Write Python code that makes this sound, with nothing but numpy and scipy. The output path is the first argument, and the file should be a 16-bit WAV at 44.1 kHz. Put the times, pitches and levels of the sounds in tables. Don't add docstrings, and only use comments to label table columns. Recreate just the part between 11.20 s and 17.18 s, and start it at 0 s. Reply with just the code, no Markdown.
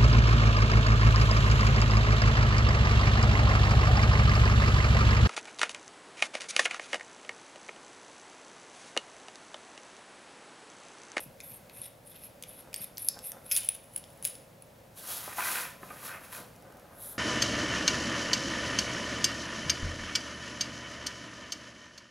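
import sys
import numpy as np
from scipy import signal
from scipy.fft import rfft, irfft, next_fast_len
from scipy.io import wavfile

SR = 44100
rng = np.random.default_rng(int(sys.argv[2]) if len(sys.argv) > 2 else 0)


def log_audio(samples):
    frames = np.atleast_2d(samples).T
    limited = np.clip(frames, -1, 1)
    pcm = np.round(limited * 32767).astype(np.int16)
    wavfile.write(sys.argv[1], SR, pcm)


N = 263717
TIME = np.arange(N) / SR
MID_SIDE = np.array([[1], [-1]])

# (f/Hz, width/Hz, gain/dB)
BODY_MODES = [(1480, 100, 5.5), (2070, 180, -4.5), (2560, 140, 7), (2840, 1150, 5), (3530, 240, 4.5),
              (4220, 340, -8), (5050, 370, 0.5), (5900, 400, -6), (6400, 270, -18)]
# (f/Hz, width/Hz, gain/dB)
THREAD_MODES = [(8880, 100, -4.5), (10370, 170, -6), (11180, 135, 1.5), (11630, 120, 0), (12700, 450, -9),
                (14100, 210, -27)]
# (f/Hz, width/Hz, gain/dB)
SHEET_MODES = [(840, 110, -14), (1000, 45, -1.5), (1133, 120, -2), (1270, 160, -3), (1485, 170, -1),
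               (1813, 270, -3.5), (2360, 420, -7)]


def undb(db):
    return 10 ** (np.asarray(db) / 20)


def unit(x):
    return x / np.sqrt(np.mean(x ** 2))


def crest(x):
    return x / np.abs(x).max()


def band(x, kind, hz, order):
    sos = signal.butter(order, np.minimum(hz, SR / 2 - 1), kind, fs=SR, output="sos")
    return signal.sosfilt(sos, x)


def colour(x, points):
    hz, db = np.transpose(points)
    size = next_fast_len(len(x))
    bins = np.maximum(np.fft.rfftfreq(size, 1 / SR), 1)
    gain = undb(np.interp(np.log(bins), np.log(hz), db))
    return irfft(rfft(x, size) * gain, size)[:len(x)]


def resonate(x, modes):
    out = 0
    for hz, width, db in modes:
        out = out + undb(db) * signal.lfilter(*signal.iirpeak(hz, hz / width, fs=SR), x)
    return out


def walk(rate):
    knots = np.arange(0, TIME[-1] + 1, 1 / rate)
    return 1.71 * np.interp(TIME, knots, rng.standard_normal(len(knots)))


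def wavering(x, modes, depth_db, rate):
    return sum(resonate(x, [mode]) * undb(depth_db * walk(rate)) for mode in modes)


def slips(rate, spread_db, patchy_db, patch_rate):
    happens = rng.random(N) < rate / SR
    size = undb(spread_db * np.minimum(rng.exponential(size=N), 4))
    patches = undb(patchy_db * walk(patch_rate))
    return unit(happens * size * rng.standard_normal(N) * patches)


def gesture(s, length, db, growth_db, swell_db, attack_s, release_s):
    progress = np.clip((TIME - s) / length, 0, 1)
    edges = np.maximum(s - TIME, 0) / attack_s + np.maximum(TIME - s - length, 0) / release_s
    lean = growth_db * (progress - .5)
    arch = swell_db * np.sin(np.pi * progress)
    return undb(db + lean + arch - 20 * np.minimum(edges, 10))


def add(track, s, sound):
    start = int(s * SR)
    track[start:start + len(sound)] += sound[:N - start]


def air():
    # (f/Hz, gain/dB)
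    spectrum = [(15, -23), (45, -6.5), (80, -4.5), (150, 0), (230, -4), (390, -10.5), (520, -3),
                (750, -8.5), (1200, -16), (2000, -18), (3200, -23), (8000, -26.5), (11000, -25),
                (15700, -26.5)]
    # (f/Hz, gain of the side signal/dB)
    side_spectrum = [(40, -29), (120, -22), (300, -10.5), (600, -6), (2000, -5.5), (12000, -21)]
    # (f/Hz, width/Hz, gain/dB)
    hum_modes = [(112.6, 7, 3), (543.6, 25, -1), (581, 14, -6)]
    air_db = -54.5
    mid, side = (unit(colour(rng.standard_normal(N), spectrum)) for _ in range(2))
    hum = unit(resonate(rng.standard_normal(N), hum_modes))
    flicker = undb(0.53 * walk(5.31))
    mid = undb(-1.5) * mid * flicker + undb(-8.0) * hum
    return undb(air_db) * (mid + colour(side, side_spectrum) * MID_SIDE)


def thread():
    # (hold start t/s, hold length/s, rasp level/dB, growth from start to end/dB,
    # mid-twist swell/dB, low body modes relative to the rasp/dB)
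    twists = [(0.005, 0.032, -47.5, 0, -1.5, -9), (0.235, 0.13, -50.5, 0, 2, -11),
              (0.548, 0.11, -47.5, 9, -1.5, -8.5), (0.874, 0.18, -48.5, 5.5, -10, -9),
              (1.292, 0.11, -48.5, -2.5, -3.5, -7), (1.568, 0.072, -41, 3.5, -2.5, -13.5),
              (1.795, 0.095, -40.5, 7.5, -2, -17), (2.042, 0.062, -43, -5.5, 1, -13.5),
              (2.265, 0.056, -44, 4, -8, -5), (2.327, 0.03, -33, 3, 0.5, -12)]
    attack_s, release_s = 0.029, 0.034
    effort, body_effort, speed = 0, 0, 0
    for s, length, db, growth_db, swell_db, body_db in twists:
        gain = gesture(s, length, db, growth_db, swell_db, attack_s, release_s)
        effort = effort + gain
        body_effort = body_effort + gain * undb(body_db)
        phase = np.interp(TIME, [s - attack_s, s + length + release_s], [0, np.pi])
        speed = speed + np.sin(phase)
    slow_hz, rise_hz, wander_hz = 10300, 1300, 380
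    pitch_hz = slow_hz + rise_hz * speed + wander_hz * walk(40)
    turn = np.exp(2j * np.pi * np.cumsum(pitch_hz) / SR)
    grit = slips(rate=5000, spread_db=2.0, patchy_db=1.5, patch_rate=190)
    contact = (band(grit / turn, "low", hz=420, order=2) * turn).real
    steel = wavering(grit, THREAD_MODES, depth_db=2.5, rate=41)
    steel = band(band(steel, "high", hz=8400, order=6), "low", hz=14600, order=2)
    rasp = unit(steel) + undb(-3.0) * unit(contact)
    body = wavering(grit, BODY_MODES, depth_db=4.5, rate=25)
    body = band(band(body, "high", hz=1630, order=2), "low", hz=6000, order=3)
    return effort * rasp + body_effort * unit(body)


def thuds():
    # (t/s, peak level/dB)
    grips = [(0.059, -45.5), (0.156, -68), (1.604, -46)]
    out, t = np.zeros(N), TIME[:8192]
    for s, db in grips:
        push = rng.standard_normal(len(t)) * np.exp(-t / 0.0095)
        bump = band(resonate(push, [(147, 81, 0)]), "low", hz=350, order=2)
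        add(out, s, undb(db) * crest(bump))
    return out


def ticks(count):
    first_s, last_s = 5.35, 5.62
    # strike/dB, knock relative to it/dB, snap relative to it/dB, ring/dB, ring f/Hz
    tick = (-48.5, -12, -6, -53, 11206)
    return [(s, *tick) for s in rng.uniform(first_s, last_s, count)]


def clicks():
    # (t/s, strike level/dB, body knock relative to the strike before a fixed lift/dB,
    # snap relative to the strike/dB, ring level/dB, ring f/Hz)
    contacts = [(0.2024, -36, 0, -21, -34, 10260), (0.2088, -45, -6, 7, -50, 10100),
                (0.496, -47, 3, 1, -45, 11600), (0.616, -46, -4, -10, -22.5, 10500),
                (1.2243, -28, -24, -11, -33, 10800), (1.236, -30, -7.5, -20, -36, 11300),
                (1.5295, -40.5, 1, -1, -41, 11200), (1.5414, -19, -22, -6.5, -26, 8690),
                (1.561, -40, -3, -15, -23, 8800), (1.6422, -35, -5, -14, -23, 11200),
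                (1.771, -41, -17, 9, -43, 11800), (1.7801, -25, -37, -9, -24, 12200),
                (1.8856, -18, -23, -2.5, -7.5, 11050), (1.9894, -32, -28, -10, -47, 11400),
                (2.1178, -21.5, -18, -22, -35, 8900), (2.313, -23, -2.5, -2, -16, 11100),
                (2.3177, -19, -12, -18, -16, 11300), (2.3218, -17.5, -18, -18, -11.5, 10800),
                (2.3635, -12.5, -13, -11, -18, 9960), (2.4879, -19.5, -7, -23, -8.5, 10200),
                (2.7607, -27, -27, -13, -18, 10040), (2.8392, -45.5, 4, 5, -50, 9950),
                (3.025, -39, -11, -6, -28.5, 10020), (3.0445, -29, -14, -5, -35, 10100),
                (3.0503, -14, -14, -13, -14.5, 10070), (3.1525, -44, -1, 1, -35, 10000),
                (3.4218, -44.5, -8.5, -14, -36, 10130)]
    # (f/Hz, width/Hz, gain/dB)
    snap_modes = [(4730, 150, 2), (5280, 270, 7), (5870, 410, 2.5), (6760, 800, -29)]
    overtones_db, knock_lift_db = -11.5, 3.5
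    held_t60_s = 0.012
    free_s, free_ring_db, free_t60_s = 2.35, -24, 0.19
    blows, rings, t = np.zeros(N), np.zeros(N), TIME[:16384]
    for s, db, knock_db, snap_db, ring_db, ring_hz in contacts + ticks(count=6):
        impacts = np.sign(rng.standard_normal((2, len(t))))
        crack = impacts[0] * np.exp(-t / 0.00055)
        push = impacts[1] * np.exp(-t / 0.00095)
        knock = crest(band(resonate(push, BODY_MODES), "low", hz=4100, order=3))
        snap = crest(band(resonate(push, snap_modes), "low", hz=7340, order=3))
        overtones = crest(resonate(crack, THREAD_MODES))
        blow = undb(-2.5) * crack + undb(knock_db + knock_lift_db) * knock
        blow = blow + undb(snap_db) * snap + undb(overtones_db) * overtones
        decay = undb(-60 * t / held_t60_s)
        if s > free_s:
            decay = decay + undb(free_ring_db - 60 * t / free_t60_s)
        onset = 1 - np.exp(-t / 0.00026)
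        ring = np.sin(2 * np.pi * ring_hz * t) * decay * onset
        add(blows, s + .0008, undb(db) * blow)
        add(rings, s + 0.00053, undb(ring_db) * ring)
    return band(blows, "high", hz=1980, order=4), rings


def arms():
    # (hold start t/s, hold length/s, level/dB)
    shifts = [(1.373, 0.5, -63), (1.947, 0.028, -54.5), (2.125, 0.051, -55.5), (4.65, 0.43, -58),
              (5.175, 0.03, -51), (5.39, 0.68, -59)]
    # (f/Hz, gain/dB)
    shuffle = [(60, -25), (150, -1), (300, 2), (550, 4), (900, 0.5), (1600, -4.5), (3500, -36), (9000, -42)]
    rustle = unit(colour(slips(rate=2000, spread_db=2.5, patchy_db=1.5, patch_rate=49), shuffle))
    return rustle * sum(gesture(*shift, 0, 0, attack_s=0.025, release_s=0.073) for shift in shifts)


def loose_nut():
    # (hold start t/s, hold length/s, level/dB, growth from start to end/dB)
    slides = [(2.365, 0.014, -24, -2), (2.38, 0.085, -41, -3), (2.518, 0.041, -47, 7),
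              (2.62, 0.42, -66, -5), (2.764, 0.026, -42, -10), (3.031, 0.032, -42.5, 11),
              (3.058, 0.11, -48, -20)]
    # (f/Hz, width/Hz, gain/dB)
    nut_modes = [(3020, 240, -23), (10270, 74, 0.5), (9970, 64, 2), (11000, 300, -7.5), (11500, 180, -33),
                 (12500, 740, -35)]
    chatter = slips(rate=5800, spread_db=3.5, patchy_db=4.0, patch_rate=240)
    singing = unit(resonate(chatter, nut_modes))
    sound = band(singing + undb(-11.0) * chatter, "high", hz=1400, order=3)
    return sound * sum(gesture(*slide, 0, attack_s=.008, release_s=0.018) for slide in slides)


def cardboard():
    # (hold start t/s, hold length/s, skin hiss level/dB, sheet scrape level/dB,
    # growth of the scrape/dB)
    sweeps = [(3.777, 0.36, -48, -56, 12), (3.891, 0.043, -45.5, -58, -12), (4.18, 0.25, -39, -37.5, -7),
              (4.625, 0.33, -57.5, -53.5, 9.5), (4.839, 0.049, -49, -61, 7),
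              (5.033, 0.025, -55.5, -60.5, 2), (5.125, 0.061, -47, -52, -3.5)]
    # (f/Hz, gain/dB)
    skin_spectrum = [(200, -10), (600, -6.5), (1300, -4), (2500, -13), (3200, -4.5), (5000, -7),
                     (6400, -6.5), (8600, -7.5), (9900, 0.5), (11700, 0.5), (13000, -3), (15700, -8.5)]
    skin_attack_s, scrape_attack_s, release_s = 0.034, 0.014, 0.11
    hiss_swell_db, scrape_swell_db = 4.5, -0.5
    skin, drag = 0, 0
    for s, length, hiss_db, scrape_db, growth_db in sweeps:
        skin = skin + gesture(s, length, hiss_db, 0, hiss_swell_db, skin_attack_s, release_s)
        drag = drag + gesture(s, length, scrape_db, growth_db, scrape_swell_db, scrape_attack_s, release_s)
    hiss = colour(slips(rate=16000, spread_db=-3.5, patchy_db=0.5, patch_rate=71), skin_spectrum)
    hiss = unit(band(hiss, "high", hz=160, order=2))
    catches = slips(rate=1400, spread_db=0.6, patchy_db=1.5, patch_rate=110)
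    scrape = wavering(catches, SHEET_MODES, depth_db=2.5, rate=30)
    scrape = band(band(scrape, "high", hz=790, order=4), "low", hz=2860, order=8)
    return hiss * skin + unit(scrape) * drag


def bumps():
    # (t/s, strike level/dB, resonance at the spot f/Hz, its t60/s,
    # thud relative to the strike/dB)
    taps = [(4.076, -21.5, 790, 0.034, -24), (4.182, -19.5, 928, 0.067, -32),
            (4.188, -20.5, 986, 0.06, -25), (4.199, -28, 990, 0.047, -35), (4.63, -27, 1044, 0.022, -12),
            (4.704, -29.5, 1227, 0.052, -16)]
    out, t = np.zeros(N), TIME[:8192]
    for s, db, hz, t60, thud_db in taps:
        onset = 1 - np.exp(-t / 0.00062)
        spot = np.sin(2 * np.pi * hz * t) * undb(-60 * t / t60) * onset
        push = rng.standard_normal(len(t)) * np.exp(-t / 0.0041)
        sheet = band(resonate(push, SHEET_MODES + [(hz, 220, 5)]), "high", hz=620, order=3)
        sheet = crest(band(sheet, "low", hz=1.57 * hz, order=4))
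        thud = crest(band(resonate(push, [(277, 210, 0)]), "low", hz=600, order=2))
        tap = undb(-7.5) * spot + undb(-7.0) * sheet + undb(thud_db) * thud
        add(out, s + 0.00082, undb(db) * tap)
    return out


def fingers():
    # (hold start t/s, hold length/s, level/dB)
    strokes = [(5.822, 0.1, -45)]
    # (f/Hz, gain/dB)
    finger_spectrum = [(1500, -13.5), (2700, -28), (3550, -12), (4400, -20), (6200, -19), (8500, -15),
                       (9700, -4), (11100, 2), (13000, -6), (16000, -18)]
    swell_db, attack_s, release_s = 1.5, 0.08, 0.075
    glide = unit(colour(slips(rate=13000, spread_db=0.5, patchy_db=-0.3, patch_rate=60), finger_spectrum))
    return glide * sum(gesture(*stroke, 0, swell_db, attack_s, release_s) for stroke in strokes)


def room(x, wet_db, side_db, first_s):
    low_t60_s, treble_t60_s = .48, 0.078
    t = TIME[:SR // 2]
    noise = rng.standard_normal((2, len(t)))
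    low = band(noise, "low", hz=4440, order=1)
    tail = low * undb(-60 * t / low_t60_s) + (noise - low) * undb(-60 * t / treble_t60_s)
    tail = tail * np.clip(t / first_s - 1, 0, 1)
    mid, side = (signal.fftconvolve(x, h / np.linalg.norm(h))[:N] for h in tail)
    return undb(wet_db) * (mid + undb(side_db) * side * MID_SIDE)


def scene():
    blows, rings = clicks()
    steel_echo = room(blows + undb(-10.5) * rings, wet_db=-9.0, side_db=-26.0, first_s=0.0011)
    rubbing = thread() + thuds() + arms() + loose_nut() + cardboard() + bumps() + fingers()
    rubbing_echo = room(rubbing, wet_db=-7.5, side_db=-13.5, first_s=0.00041)
    return air() + blows + rings + steel_echo + rubbing + rubbing_echo


def record(dry):
    top_hz = 15750
    ports = dry + undb(-19.0) * band(dry, "high", hz=11300, order=1) * MID_SIDE
    return signal.sosfilt(signal.ellip(10, .2, 70, top_hz, fs=SR, output="sos"), ports)


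dry = scene()
out = record(dry)
log_audio(out)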